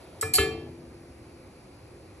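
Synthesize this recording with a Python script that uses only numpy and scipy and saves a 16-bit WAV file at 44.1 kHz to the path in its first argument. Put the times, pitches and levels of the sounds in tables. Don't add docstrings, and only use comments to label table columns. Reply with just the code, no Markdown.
import sys
import numpy as np
from scipy import signal
from scipy.fft import rfft, irfft
from scipy.io import wavfile
from scipy.ndimage import uniform_filter1d

SR = 44100
rng = np.random.default_rng(int(sys.argv[2]) if len(sys.argv) > 2 else 0)


def master(y):
    cut = np.clip(np.atleast_2d(y).T, -1, 1)
    pcm = np.round(cut * 32767)
    wavfile.write(sys.argv[1], SR, pcm.astype(np.int16))


def how_loud(loudness_db):
    steps = np.asarray(loudness_db, float) / 20
    return 10 ** steps


N = 97020

# frequency in Hz, level in dB.
HUM_COLOUR = [(25, -5.5), (90, 0), (330, -3.5), (900, -11), (2500, -25), (7000, -28.5), (10500, -23),
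              (12800, -39.5)]
# frequency in Hz, width in Hz, lift (or
# cut, if negative) in dB.
HUM_RESONANCES = [(96, 23.5, 8), (269.4, 11, 1), (349, 48, 8), (524.7, 13.6, 11), (2396, 450, 8.5),
                  (4690, 730, 6.5), (8700, 600, 7), (13200, 820, -27)]
HUM_DB, PATCH_DB = -49, .6

# time in seconds, level in dB.
DRAG_LEVEL = [(0, -53), (0.102, -58.5), (.2, -57), (.21, -103)]
# frequency in Hz, level in dB.
DRAG_COLOUR = [(200, -38), (600, 5.5), (1200, -6.5), (2200, -15), (3800, -12.5), (6500, -23),
               (10500, -11.5), (13500, -41)]

# start in seconds, peak in dB, chatter t60 in seconds.
SKID_1_TICKS = [
    (.2114, -27, .02),
    (.2135, -32, .02),
    (.2175, -36, .02),
    (.2215, -37, .03),
    (.2275, -38, .05),
]
# start in seconds, peak in dB, chatter t60 in seconds.
SKID_2_TICKS = [
    (.3325, -52, .02),
    (.3364, -25, .02),
    (.3382, -25, .03),
    (.3425, -27, .02),
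    (.3452, -30, .04),
    (.3527, -19.5, .012),
    (.3555, -25, .01),
    (.3595, -24, .015),
    (.3628, -32, .02),
    (.3665, -34, .04),
]
RIM_HZ = [3570, 4475, 5317, 5560, 5825, 6660, 7480, 7850, 8571, 9200, 10000, 10290, 11240, 11934]
# level in dB, t60 in seconds.
RIM_SKID_1 = [(-26, .03), (-14, .04), (-26, .1), (-9, .015), (-24, .05), (-20, .03), (-8, .02), (3, .018),
              (-14, .1), (-1, .016), (-18, .02), (-18, .03), (-12, .06), (-12, .02)]
# level in dB, t60 in seconds.
RIM_SKID_2 = [(-28, .03), (-3, .04), (-22, .18), (-8, .018), (-26, .1), (-19, .03), (-14, .04), (-14, .02),
              (-4, .09), (-4, .03), (1, .025), (-1, .03), (-3, .022), (-11, .03)]
TICK_S, CHATTER = .0003, 0.42
LIGHT_HZ = 3500
# frequency in Hz, level in dB.
BAR_COLOUR = [(1000, -20), (2200, -12), (4600, -12.5), (6400, -15), (8000, -1.5), (10200, -11),
              (12300, -20), (15000, 15.5)]
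BAR_DB, BAR_SPREAD_DB = -4, 4
BAR_T60 = (.008, .16)

# start in seconds, ring in dB, knock in dB, boom in dB, thump in Hz.
DROPS = [
    (0.2257, -30.5, -26, -41.5, 92),
    (0.3378, -37.5, -61, -86, 89.3),
    (.382, -21.5, -20, -33.5, 73.9),
]
# delay in seconds, level in dB.
TOUCHES = [
    (0, -6.5),
    (.0008, -5.5),
    (.0024, 3.5),
    (.004, -2),
]
TOUCH_S = 0.00032
# frequency in Hz, level in dB, t60 in seconds.
GRATE_MODES = [(330, -19, 0.017), (560, -15.5, 0.046), (926, -6, 0.071), (1228, 7, 0.0059),
               (1436, 8.5, 0.014), (2065, 1, 0.012), (3095, -11, 0.016), (3730, -17, 0.063)]
PAN_HZ = [394, 444, 738, 757, 1104, 1147, 1722, 2142, 2392, 2676, 3010, 3155, 3564, 3980]
# level in dB, t60 in seconds.
PAN_DROP_1 = [(-19, .3), (0.5, 0.58), (-13, 0.25), (-15.5, 0.94), (-5, 0.13), (-21, 0.33), (-2.5, 0.16),
              (-4.5, 0.049), (-8, 2.2), (-14, 0.11), (-41, 0.027), (-14, .1), (-19, 0.059), (-8, 0.065)]
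# level in dB, t60 in seconds.
PAN_GRAZE = [(-30, .2), (-20, .2), (0, .3), (-4, .3), (-9, .2), (-12, .2), (-8, .2), (-5, .2), (-2, .2),
             (-2, .2), (-4, .2), (-5, .2), (-14, .2), (-4, .2)]
# level in dB, t60 in seconds.
PAN_DROP_2 = [(-7.5, 2.7), (-4.5, 2.6), (-21, 3.6), (-17.5, 0.91), (-28, 0.55), (-19, 1.25), (-9, 0.57),
              (-12, 0.45), (-10, 0.56), (-6, 0.28), (-11.5, 0.2), (-6.5, .22), (-16, 0.28), (-7, 0.13)]
PAN_TWINS = {394: (2.8, -2, 1), 1722: (3, -3, 1.2), 2142: (3.6, -4, 1.3), 2676: (5.5, -13, 7),
             3010: (3, -7, 1.8), 3155: (3, -9, 2)}
GRIP_LOSS = [900, 150, 220]
RING_RISE_S = .003

# frequency in Hz, level in dB.
PANEL_COLOUR = [(40, -16), (80, 11), (150, 4), (200, -4.5), (320, 5), (420, -4.5), (800, -10.5),
                (2500, -62)]
# frequency in Hz, level in dB, t60 in seconds.
PANEL_MODES = [(150.5, -6.5, 1.47), (251, -9, 2.62), (310.3, -2.5, 0.87), (339.7, -7.5, 2.6)]
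PANEL_RISE_S, PANEL_T60 = 0.015, 1.45
THUMP_DB, THUMP_RISE_S, THUMP_T60 = 17.5, 0.022, 0.17

# frequency in Hz, t60 in seconds.
KITCHEN_T60 = [(100, 0.8), (400, 1), (1100, 0.44), (3000, 0.57), (8000, 0.28), (13000, 0.23)]
# frequency in Hz, level in dB.
KITCHEN_SEND = [(500, -22), (1000, -12), (3000, -5), (9000, -3), (12600, -2), (13300, -30)]
RING_WET_DB = -6
# frequency in Hz, likeness from 0 to
STEREO_LIKENESS = [(100, 1), (600, .85), (1100, .45), (1800, .9), (3100, .08), (6000, .9), (7400, .85),
                   (8500, 1)]
# frequency in Hz, left minus right in dB.
DIRECT_TILT = [(100, 0), (400, 2.5), (750, 5), (1200, 0), (2300, -2), (3000, 5), (4900, -8), (6500, 0)]
# frequency in Hz, left's lead in
STEREO_PHASE = [(1400, 0), (2600, 1.3), (3700, .3), (4950, 3.2), (5750, 6.1), (8600, 9.4), (9450, 9.45),
                (10100, 10.5), (11900, 12.3)]
# frequency in Hz, level in dB.
MIC_RESPONSE = [(30, -10), (60, 0), (12300, 0), (12900, -7), (13500, -19), (15000, -30), (15200, -60)]


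def evened(x):
    return x / np.sqrt(np.mean(x ** 2) + 1e-20)


def read(points, hz):
    f, value = np.transpose(points)
    return np.interp(np.log(hz + 1), np.log(f + 1), value)


def add(mix, s, sound):
    part = mix[round(s * SR):][:len(sound)]
    part += sound[:len(part)]


def coloured(x, gain):
    return irfft(rfft(x) * gain(np.fft.rfftfreq(x.shape[-1], 1 / SR)), x.shape[-1])


def pair(a, b):
    same = lambda hz: np.clip(read(STEREO_LIKENESS, hz), 0, 1)
    unlike = lambda hz: np.sqrt(1 - same(hz) ** 2)
    return np.array([a, coloured(a, same) + coloured(b, unlike)])


def ring(modes):
    t = np.arange(SR * 3 // 4) / SR
    total = np.zeros(len(t))
    for k, (hz, db, t60) in enumerate(modes):
        decay = how_loud(db - 60 * t / np.clip(t60, .005, 2))
        total += (-1) ** k * decay * np.sin(2 * np.pi * hz * t)
    return total


def hum():
    frames, hz = N // 256 + 5, np.fft.rfftfreq(1024, 1 / SR)
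    a, b, c, d, patches = rng.standard_normal((frames, 513, 5)).T
    patches = uniform_filter1d(patches, size=10, axis=0)
    patches = evened(uniform_filter1d(patches, size=14, axis=1))
    humps = sum(db * np.exp(-((hz - f) / width) ** 2) for f, width, db in HUM_RESONANCES)
    colour = (read(HUM_COLOUR, hz) + humps)[:, None]
    z = np.array([a + 1j * b, c + 1j * d]) * how_loud(colour + PATCH_DB * patches)
    noise = signal.istft(z, nperseg=1024, noverlap=768)[1][:, :N]
    return how_loud(HUM_DB) * pair(*evened(noise))


def slide():
    s, db = np.transpose(DRAG_LEVEL)
    friction = coloured(rng.standard_normal(N), lambda hz: how_loud(read(DRAG_COLOUR, hz)))
    return how_loud(np.interp(np.arange(N) / SR, s, db)) * evened(friction)


def bar_swarm(count=360):
    u, t = rng.random((count, 3)), np.arange(SR // 8)[:, None] / SR
    shortest, longest = BAR_T60
    hz = 1200 + 13300 * u[:, 0]
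    t60 = shortest * (longest / shortest) ** u[:, 1]
    t60 = t60 * np.clip((14000 - hz) / 1500, .2, 1)
    db = BAR_DB + read(BAR_COLOUR, hz) + 2 * BAR_SPREAD_DB * (u[:, 2] - 1)
    db = db - 10 * np.log10(t60 / shortest)
    modes = how_loud(db - 60 * t / t60) * np.sin(2 * np.pi * hz * t)
    return (modes * (-1) ** np.arange(count)).sum(1)


def skid(ticks, modes):
    drive, t = np.zeros(N), np.arange(4000) / SR
    for s, db, t60 in ticks:
        contacts = rng.standard_normal(len(t)) * (rng.random(len(t)) < .15)
        chatter = CHATTER * contacts * how_loud(-60 * t / max(t60, .005))
        burst = rng.standard_normal(len(t)) * t * np.exp(-4 * t / TICK_S)
        add(drive, s, how_loud(db) * (chatter + burst / np.linalg.norm(burst)))
    drive = signal.lfilter(*signal.butter(2, LIGHT_HZ, "high", fs=SR), drive)
    rim = signal.fftconvolve(drive, ring(np.column_stack([RIM_HZ, modes])))[:N]
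    return rim + signal.fftconvolve(drive, bar_swarm())[:N]


def grate_knock(s, knock_db):
    touches, t = np.zeros(N), np.arange(200) / SR
    touch = t * np.exp(-4 * t / TOUCH_S)
    for lag, db in TOUCHES:
        add(touches, s + lag, how_loud(db) * touch / touch.sum())
    return signal.fftconvolve(touches, how_loud(knock_db) * ring(GRATE_MODES))[:N]


def pan_ring(s, ring_db, modes, grip):
    out, pan = np.zeros(N), 0
    for k, (hz, (db, t60)) in enumerate(zip(PAN_HZ, modes)):
        beat, twin_db, share = PAN_TWINS.get(hz, (0, -99, 1))
        twin = ring([(hz + beat, db + twin_db, t60 * share)])
        pan = pan + (-1) ** k * (ring([(hz, db, t60)]) + twin)
    t = np.arange(len(pan)) / SR
    add(out, s, how_loud(ring_db - grip * t ** 2) * pan * np.minimum(t / RING_RISE_S, 1))
    return out


def stove_boom(s, boom_db, thump_hz):
    out, t = np.zeros(N), np.arange(2 * SR) / SR
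    thump = np.sin(2 * np.pi * thump_hz * t) * np.minimum(t / THUMP_RISE_S, 1) ** 2
    thump = thump * how_loud(THUMP_DB - 60 * t / THUMP_T60)
    rumble = evened(coloured(rng.standard_normal(len(t)), lambda hz: how_loud(read(PANEL_COLOUR, hz))))
    panels = rumble * how_loud(-60 * t / PANEL_T60)
    for hz, db, t60 in PANEL_MODES:
        panels = panels + how_loud(db - 60 * t / t60) * np.sin(2 * np.pi * hz * t)
    add(out, s, how_loud(boom_db) * (thump + panels * np.minimum(t / PANEL_RISE_S, 1)))
    return out


def kitchen(x):
    taps = np.zeros((2, SR))
    at = np.arange(200, SR - 20, 20) + rng.integers(0, 20, (2, (SR - 201) // 20))
    np.put_along_axis(taps, at, rng.choice([-1., 1.], at.shape), 1)
    hz, t, z = signal.stft(taps, SR, nperseg=256)
    decay = how_loud(-60 * t / read(KITCHEN_T60, hz)[:, None])
    tail = signal.istft(z * decay, SR, nperseg=256)[1]
    tail = tail / np.linalg.norm(tail[0])
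    return pair(*signal.fftconvolve(x[None], tail, axes=1)[:, :N])


def scene():
    clatter = slide() + skid(SKID_1_TICKS, RIM_SKID_1) + skid(SKID_2_TICKS, RIM_SKID_2)
    rings, booms = np.zeros(N), np.zeros(N)
    for row, modes, grip in zip(DROPS, (PAN_DROP_1, PAN_GRAZE, PAN_DROP_2), GRIP_LOSS):
        s, ring_db, knock_db, boom_db, thump_hz = row
        clatter += grate_knock(s, knock_db)
        rings += pan_ring(s, ring_db, modes, grip)
        booms += stove_boom(s, boom_db, thump_hz)
    close = clatter + rings + booms
    direct = [coloured(close, lambda hz: how_loud(side * read(DIRECT_TILT, hz))) for side in (.5, -.5)]
    send = coloured(clatter + how_loud(RING_WET_DB) * rings, lambda hz: how_loud(read(KITCHEN_SEND, hz)))
    return np.array(direct) + kitchen(send) + hum()


def low_pass(x):
    return signal.sosfilt(signal.butter(12, 15110, fs=SR, output="sos"), x)


def record(dry):
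    ports = []
    for x, side in zip(dry, (.5, -.5)):
        response = lambda hz: how_loud(read(MIC_RESPONSE, hz)) * np.exp(1j * side * read(STEREO_PHASE, hz))
        ports.append(coloured(x, response))
    return low_pass(np.array(ports))


dry = scene()
out = record(dry)
master(out)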